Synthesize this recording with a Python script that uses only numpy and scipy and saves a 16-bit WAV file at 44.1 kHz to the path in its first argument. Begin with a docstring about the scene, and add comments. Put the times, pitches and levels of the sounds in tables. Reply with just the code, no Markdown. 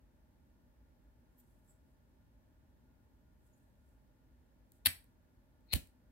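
"""Metal lighter, opened and struck

Close up in a quiet room, a hand turns the lighter; skin brushes the lacquered case.
The sprung lid flips open and chatters against its stop, leaving a faint ring.
The thumb spins the flint wheel: a squeal, a rasp, a low thump as the thumb lands and the gas catches."""
import sys
import numpy as np
from scipy import signal
from scipy.fft import rfft, irfft
from scipy.io import wavfile
from scipy.ndimage import uniform_filter1d

SR = 44100
rng = np.random.default_rng(int(sys.argv[2]) if len(sys.argv) > 2 else 0)


def wav_out(sig):
    """Save sig, one row per channel (or a flat mono array), as 16-bit PCM at SR to the path in sys.argv[1]."""
    wavfile.write(sys.argv[1], SR, np.round(np.clip(np.atleast_2d(sig).T, -1, 1) * 32767).astype(np.int16))


N = 269451
TIME_S = np.arange(N) / SR
# flint stroke: (wheel breaks free [s], grind length [s])
FLINT_STROKE = [(5.7335, 0.00465)]


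def lid(cam_db=-30.5, ring_db=-35):
    """The cam scrapes over, the lid chatters on its stop; the hardest blow sets the metal ringing."""
    # lid and cam hitting the case: (time [s], level [dB], pan L-R [dB])
    blows = [(4.853, -36.5, 12.5), (4.859, -14.5, 8), (4.8618, -15.5, -0.5), (4.8662, -19, -2.5),
             (4.869, -16.5, 0.5)]
    # case response: (frequency [Hz], left gain [dB], right gain [dB])
    case_eq = [(453, -31, -29), (580, -21.5, -21.5), (990, -14.5, -19), (1210, -22.5, -17),
               (1646, -7.5, -13.5), (2700, -7, -8.5), (3560, -1, -9), (4040, 5, -15), (6655, -25.5, -26),
               (8200, -18, -7.5), (10400, -1, -16.5), (11400, -17, -14), (12300, -9, -1), (14900, -13, -15)]
    # open lid and case: (frequency [Hz], level re ring_db [dB], T60 [s])
    modes = [(2317, -4, 0.12), (2620, 0.5, 0.081), (3190, -5, 0.15), (4380, 8.5, 0.047), (4470, 3, 0.073),
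             (4700, -7, .13), (5400, -12.5, .13), (7945, -7.5, 0.12), (8300, -13.5, 0.26), (9400, -3, .08),
             (10100, -2, .07), (12640, 0, 0.066), (13290, -5, .12), (14820, -8.5, .08)]
    hardest_s = max(blows, key=lambda row: row[1])[0]
    cam_env = amp(cam_db) * swell(hardest_s, rise_s=0.002, fall_s=0.0042)
    cam = cam_env * pan(4) * rng.standard_normal((2, N))
    out = colour(cam + contacts(blows, decay_s=0.0019), case_eq)
    t = np.arange(SR) / SR
    for hz, db, t60_s in modes:
        tone = np.sin(2 * np.pi * (hz * t + rng.random((2, 1))))
        add(out, hardest_s, amp(ring_db + db - 60 * t / t60_s) * tone)
    return out


def wheel(grind_db=-27.5, coast_db=-39, coast_delay_s=0.022):
    """The wheel breaks free, tears grains off the flint and coasts to a stop, lightly loaded."""
    # teeth snapping off the flint: (time [s], level [dB], pan L-R [dB])
    snaps = [(5.7332, -24.5, -7), (5.7349, -20, 2), (5.7383, -10, 24), (5.7432, -43, -3), (5.759, -32, 13),
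             (5.760, -25.5, -10)]
    # wheel and flint response: (frequency [Hz], left gain [dB], right gain [dB])
    flint_eq = [(453, -12, -12.5), (635, -9.5, -8), (1140, -26, -16.5), (2200, -9.5, -8.5),
                (2890, -3.5, -8.5), (3400, -5, -11), (3970, 0, -10.5), (5640, -16, -22), (6660, -17, -20),
                (9200, -9, -13.5), (12300, -6.5, -10.5), (15100, -11, -12.5)]
    start_s, length_s = FLINT_STROKE[0]
    grind = amp(grind_db) * swell(start_s, rise_s=0.0032, fall_s=0.0012, hold_s=length_s)
    coast = amp(coast_db) * swell(start_s + coast_delay_s, rise_s=0.011, fall_s=0.012)
    coast *= TIME_S > start_s
    grit = unit(flutter(depth_db=3, samples=24) * rng.standard_normal((2, N)))
    rasp = grit * np.hypot(grind, coast) * pan(5)
    return colour(rasp + contacts(snaps, decay_s=0.00018, crack_share=0.8), flint_eq)


def squeal(level_db=-32):
    """Under the thumb's growing load the wheel sticks and slips unevenly in its own resonances."""
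    # wheel resonances: (frequency [Hz], width [Hz], relative level [dB])
    modes = [(2420, 840, -13), (3910, 430, -9), (4230, 480, -5)]
    start_s, length_s = FLINT_STROKE[0]
    voice = sum(amp(db) * friction_band(hz, width_hz) for hz, width_hz, db in modes)
    slips = flutter(depth_db=3, samples=160)
    env = swell(start_s + length_s, rise_s=0.0094, fall_s=0.0015)
    return amp(level_db) * unit(voice * slips) * env * pan(7)


def thumps():
    """Pushes of air and jolts of the hand swell and die in a few cycles."""
    # air pushed by the swinging lid and the catching gas:
    # (time [s], peak [dB], frequency [Hz], time constant [s], pan L-R [dB])
    puffs = [(4.855, -39.5, 81.4, 0.0079, 6.5), (5.7319, -25.5, 75.4, 0.0052, -18.5)]
    # lid recoil and landing thumb: (time [s], level [dB], time constant [s], pan L-R [dB])
    knocks = [(4.8634, -48.5, 0.0042, 1.5), (5.757, -37, 0.0023, 8)]
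    # hand resonances: (frequency [Hz], gain [dB], time constant stretch [ratio])
    hand_modes = [(149, -4, 1.9), (250.4, 1.5, 1)]
    jolts = [(at_s, db + gain_db, hz, tau_s * stretch, pan_db)
             for at_s, db, tau_s, pan_db in knocks for hz, gain_db, stretch in hand_modes]
    out, t = np.zeros((2, N)), np.arange(SR // 4) / SR
    for at_s, db, hz, tau_s, pan_db in puffs + jolts:
        env = (t / tau_s / 2) ** 2 * np.exp(2 - t / tau_s)
        add(out, at_s, -amp(db) * pan(pan_db) * env * np.sin(2 * np.pi * hz * t))
    return out


def ticks():
    """Light contacts in the hinge and wheel."""
    # contacts: (time [s], level [dB], pan L-R [dB])
    hits = [(4.7198, -50.5, 1.5), (4.7355, -72.5, -0.5), (4.784, -77.5, 1), (5.0424, -57, -8),
            (5.6084, -72.5, -0.5), (5.6724, -72.5, 8), (5.8724, -55, 3)]
    # tick spectrum: (frequency [Hz], gain [dB])
    tick_eq = [(1000, -27.5), (3200, -18), (4400, -10.5), (6300, -17), (8300, -0.5), (11000, -9.5),
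               (12600, 2), (15500, -3.5)]
    return colour(contacts(hits, decay_s=0.001), tick_eq)


def fingers(fall_ratio=0.9):
    """Dry skin hisses over the lacquer stroke by stroke and squeaks where it grips."""
    # slides on the case: (peak time [s], level [dB], rise time constant [s])
    strokes = [(1.401, -70.5, 0.015), (1.51, -83, 0.14), (1.704, -75, .04), (1.90, -90, 0.083),
               (3.468, -80.5, 0.035), (3.595, -83.5, 0.091), (3.89, -85.5, 0.099), (4.755, -78.5, .035)]
    # skin friction spectrum: (frequency [Hz], gain [dB])
    skin_eq = [(2000, -14), (3600, -6.5), (5500, -11.5), (7700, 2), (9200, 0.5), (12000, 1.5), (14000, -2),
               (15800, -6.5)]
    # fingertip grips: (time [s], level [dB], frequency [Hz], width [Hz], 1/e half length [s])
    squeaks = [(1.395, -68.5, 13700, 2200, 0.016), (1.702, -69.5, 7700, 750, 0.017),
               (3.54, -79.5, 6800, 700, 0.01)]
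    hiss = unit(flutter(depth_db=2, samples=150) * rng.standard_normal((2, N)))
    envs = [amp(db) * swell(at_s, rise_s, fall_ratio * rise_s) for at_s, db, rise_s in strokes]
    out = colour(hiss * np.linalg.norm(envs, axis=0), skin_eq)
    for at_s, db, hz, width_hz, half_s in squeaks:
        out += amp(db) * friction_band(hz, width_hz) * np.exp(-((TIME_S - at_s) / half_s) ** 2)
    return out


def room(x, wet_db=-12, build_s=0.005, t60_s=0.255):
    """Dense small-room reflections; each side of the source reaches both ears."""
    # room response: (frequency [Hz], gain [dB])
    room_eq = [(100, 3.5), (450, 4), (1100, -0.5), (1700, 3), (3000, -2), (4200, -5), (5500, 3.5),
               (6700, 4.5), (9000, -0.5), (12500, -3.5), (15000, -4.5)]
    t = np.arange(SR // 2) / SR
    env = amp(-60 * t / t60_s) * (1 - np.exp(-(t / build_s) ** 2))
    tail = rng.standard_normal((2, 2, len(t))) * env
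    tail /= np.linalg.norm(tail, axis=2, keepdims=True)
    wet = signal.fftconvolve(x[:, None], tail, axes=2).sum(0)[:, :N] / np.sqrt(2)
    return amp(wet_db) * colour(wet, room_eq)


def air(noise_db=-66.5):
    """Steady room noise with a few resonances and a faint hum."""
    # noise floor: (frequency [Hz], relative density [dB])
    floor = [(15, -40.5), (25, -10), (59, -0.5), (86, -6.5), (148, -11.5), (169, -15.5), (246, -12.5),
             (421, -25.5), (614, -23), (684, -33), (871, -27.5), (1200, -34.5), (1450, -35), (2700, -40),
             (15500, -51)]
    # stereo likeness: (frequency [Hz], L-R correlation [ratio])
    likeness = [(60, 0.9), (150, 0.54), (380, 0.73), (950, -0.033), (2380, 0.1), (5980, -0.33),
                (15000, 0.27)]
    # resonances: (frequency [Hz], width [Hz], height over the floor [dB])
    peaks = [(264, 80, 2.5), (636, 70, 4.5), (873, 160, 5), (1433, 8.8, 15), (1746, 230, 6.5),
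             (13510, 4700, 7)]
    # hum lines: (frequency [Hz], rms level [dB])
    lines = [(48.6, -77.5), (247.6, -87), (1425, -100)]
    hz = np.fft.rfftfreq(N, 1 / SR)
    left, independent = rfft(rng.standard_normal((2, N)))
    corr = np.clip(log_interp(likeness, hz), -1, 1)
    right = corr * left + np.sqrt(1 - corr ** 2) * independent
    peaks_db = sum(db / (1 + ((hz - f) / width_hz * 2) ** 2) for f, width_hz, db in peaks)
    noise = unit(irfft(np.array([left, right]) * amp(log_interp(floor, hz) + peaks_db), N))
    hum = sum(amp(db) * np.sqrt(2) * np.sin(2 * np.pi * (f * TIME_S + rng.random())) for f, db in lines)
    return amp(noise_db) * noise + hum


def contacts(hits, decay_s, crack_share=0., samples=1500):
    """One brief rattle per hit; crack_share of its energy is in a sharp first impact."""
    out, t = np.zeros((2, N)), np.arange(samples) / SR
    for at_s, db, pan_db in hits:
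        rattle = np.sqrt(1 - crack_share) * rng.choice([-1., 1.], (2, samples)) * np.exp(-t / decay_s)
        rattle[:, 0] = np.sqrt(crack_share * decay_s * SR / 2)
        add(out, at_s, amp(db) * pan(pan_db) * rattle)
    return out


def friction_band(hz, width_hz):
    """Friction noise in one steep resonance."""
    detune = (np.fft.rfftfreq(N, 1 / SR) - hz) / width_hz * 2
    return unit(irfft(rfft(rng.standard_normal((2, N))) / (1 + detune ** 4), N))


def flutter(depth_db, samples):
    """Smoothed random gain, depth_db rms."""
    return amp(depth_db * unit(uniform_filter1d(rng.standard_normal(N), size=samples)))


def swell(peak_s, rise_s, fall_s, hold_s=0):
    """Exponential rise, hold, exponential fall; rise_s and fall_s are time constants."""
    return np.exp(np.minimum(TIME_S - peak_s, 0) / rise_s - np.maximum(TIME_S - peak_s - hold_s, 0) / fall_s)


def colour(x, eq, samples=2048):
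    """Minimum-phase filter of unit energy; eq has one dB column, or one per side."""
    hz = abs(np.fft.fftfreq(samples, 1 / SR))
    log_gain = np.log(amp([log_interp(eq, hz), log_interp(eq, hz, column=-1)]))
    taps = np.fft.ifft(np.exp(np.conj(signal.hilbert(log_gain)))).real
    taps /= np.linalg.norm(taps, axis=1, keepdims=True)
    return signal.oaconvolve(x, taps, axes=1)[:, :N]


def log_interp(points, hz, column=1):
    """One table column over log frequency."""
    table = np.transpose(points)
    return np.interp(np.log(hz + 1), np.log(table[0] + 1), table[column])


def amp(db):
    return 10 ** (np.asarray(db) / 20)


def unit(x):
    """Scales to unit rms."""
    return x / np.sqrt(np.mean(x ** 2) + 1e-20)


def pan(db):
    """Constant-power gains for an L-R level gap."""
    return unit(amp(np.array([[db], [-db]]) / 2))


def add(mix, at_s, sound):
    part = mix[:, round(at_s * SR):][:, :sound.shape[-1]]
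    part += sound[..., :part.shape[1]]


def scene():
    """The lighter in the hand, its reflections and the quiet room."""
    handling = fingers() + ticks()
    # (source, room send [dB]); the squeal under the thumb and the low thumps carry less far
    sources = [(lid(), 0), (wheel(), 0), (squeal(), -8), (thumps(), -5), (handling, 1)]
    direct = sum(sound for sound, _ in sources)
    send = sum(amp(db) * sound for sound, db in sources)
    return direct + room(send) + air()


def record(dry, low_hz=38, high_hz=15900):
    """Rumble high-pass and band limit."""
    trimmed = signal.sosfilt(signal.butter(7, low_hz, "high", fs=SR, output="sos"), dry)
    lowpass = signal.firwin(511, high_hz, window=("kaiser", 9), fs=SR)
    return signal.oaconvolve(trimmed, lowpass[None], "same", axes=1)


dry = scene()
out = record(dry)
wav_out(out)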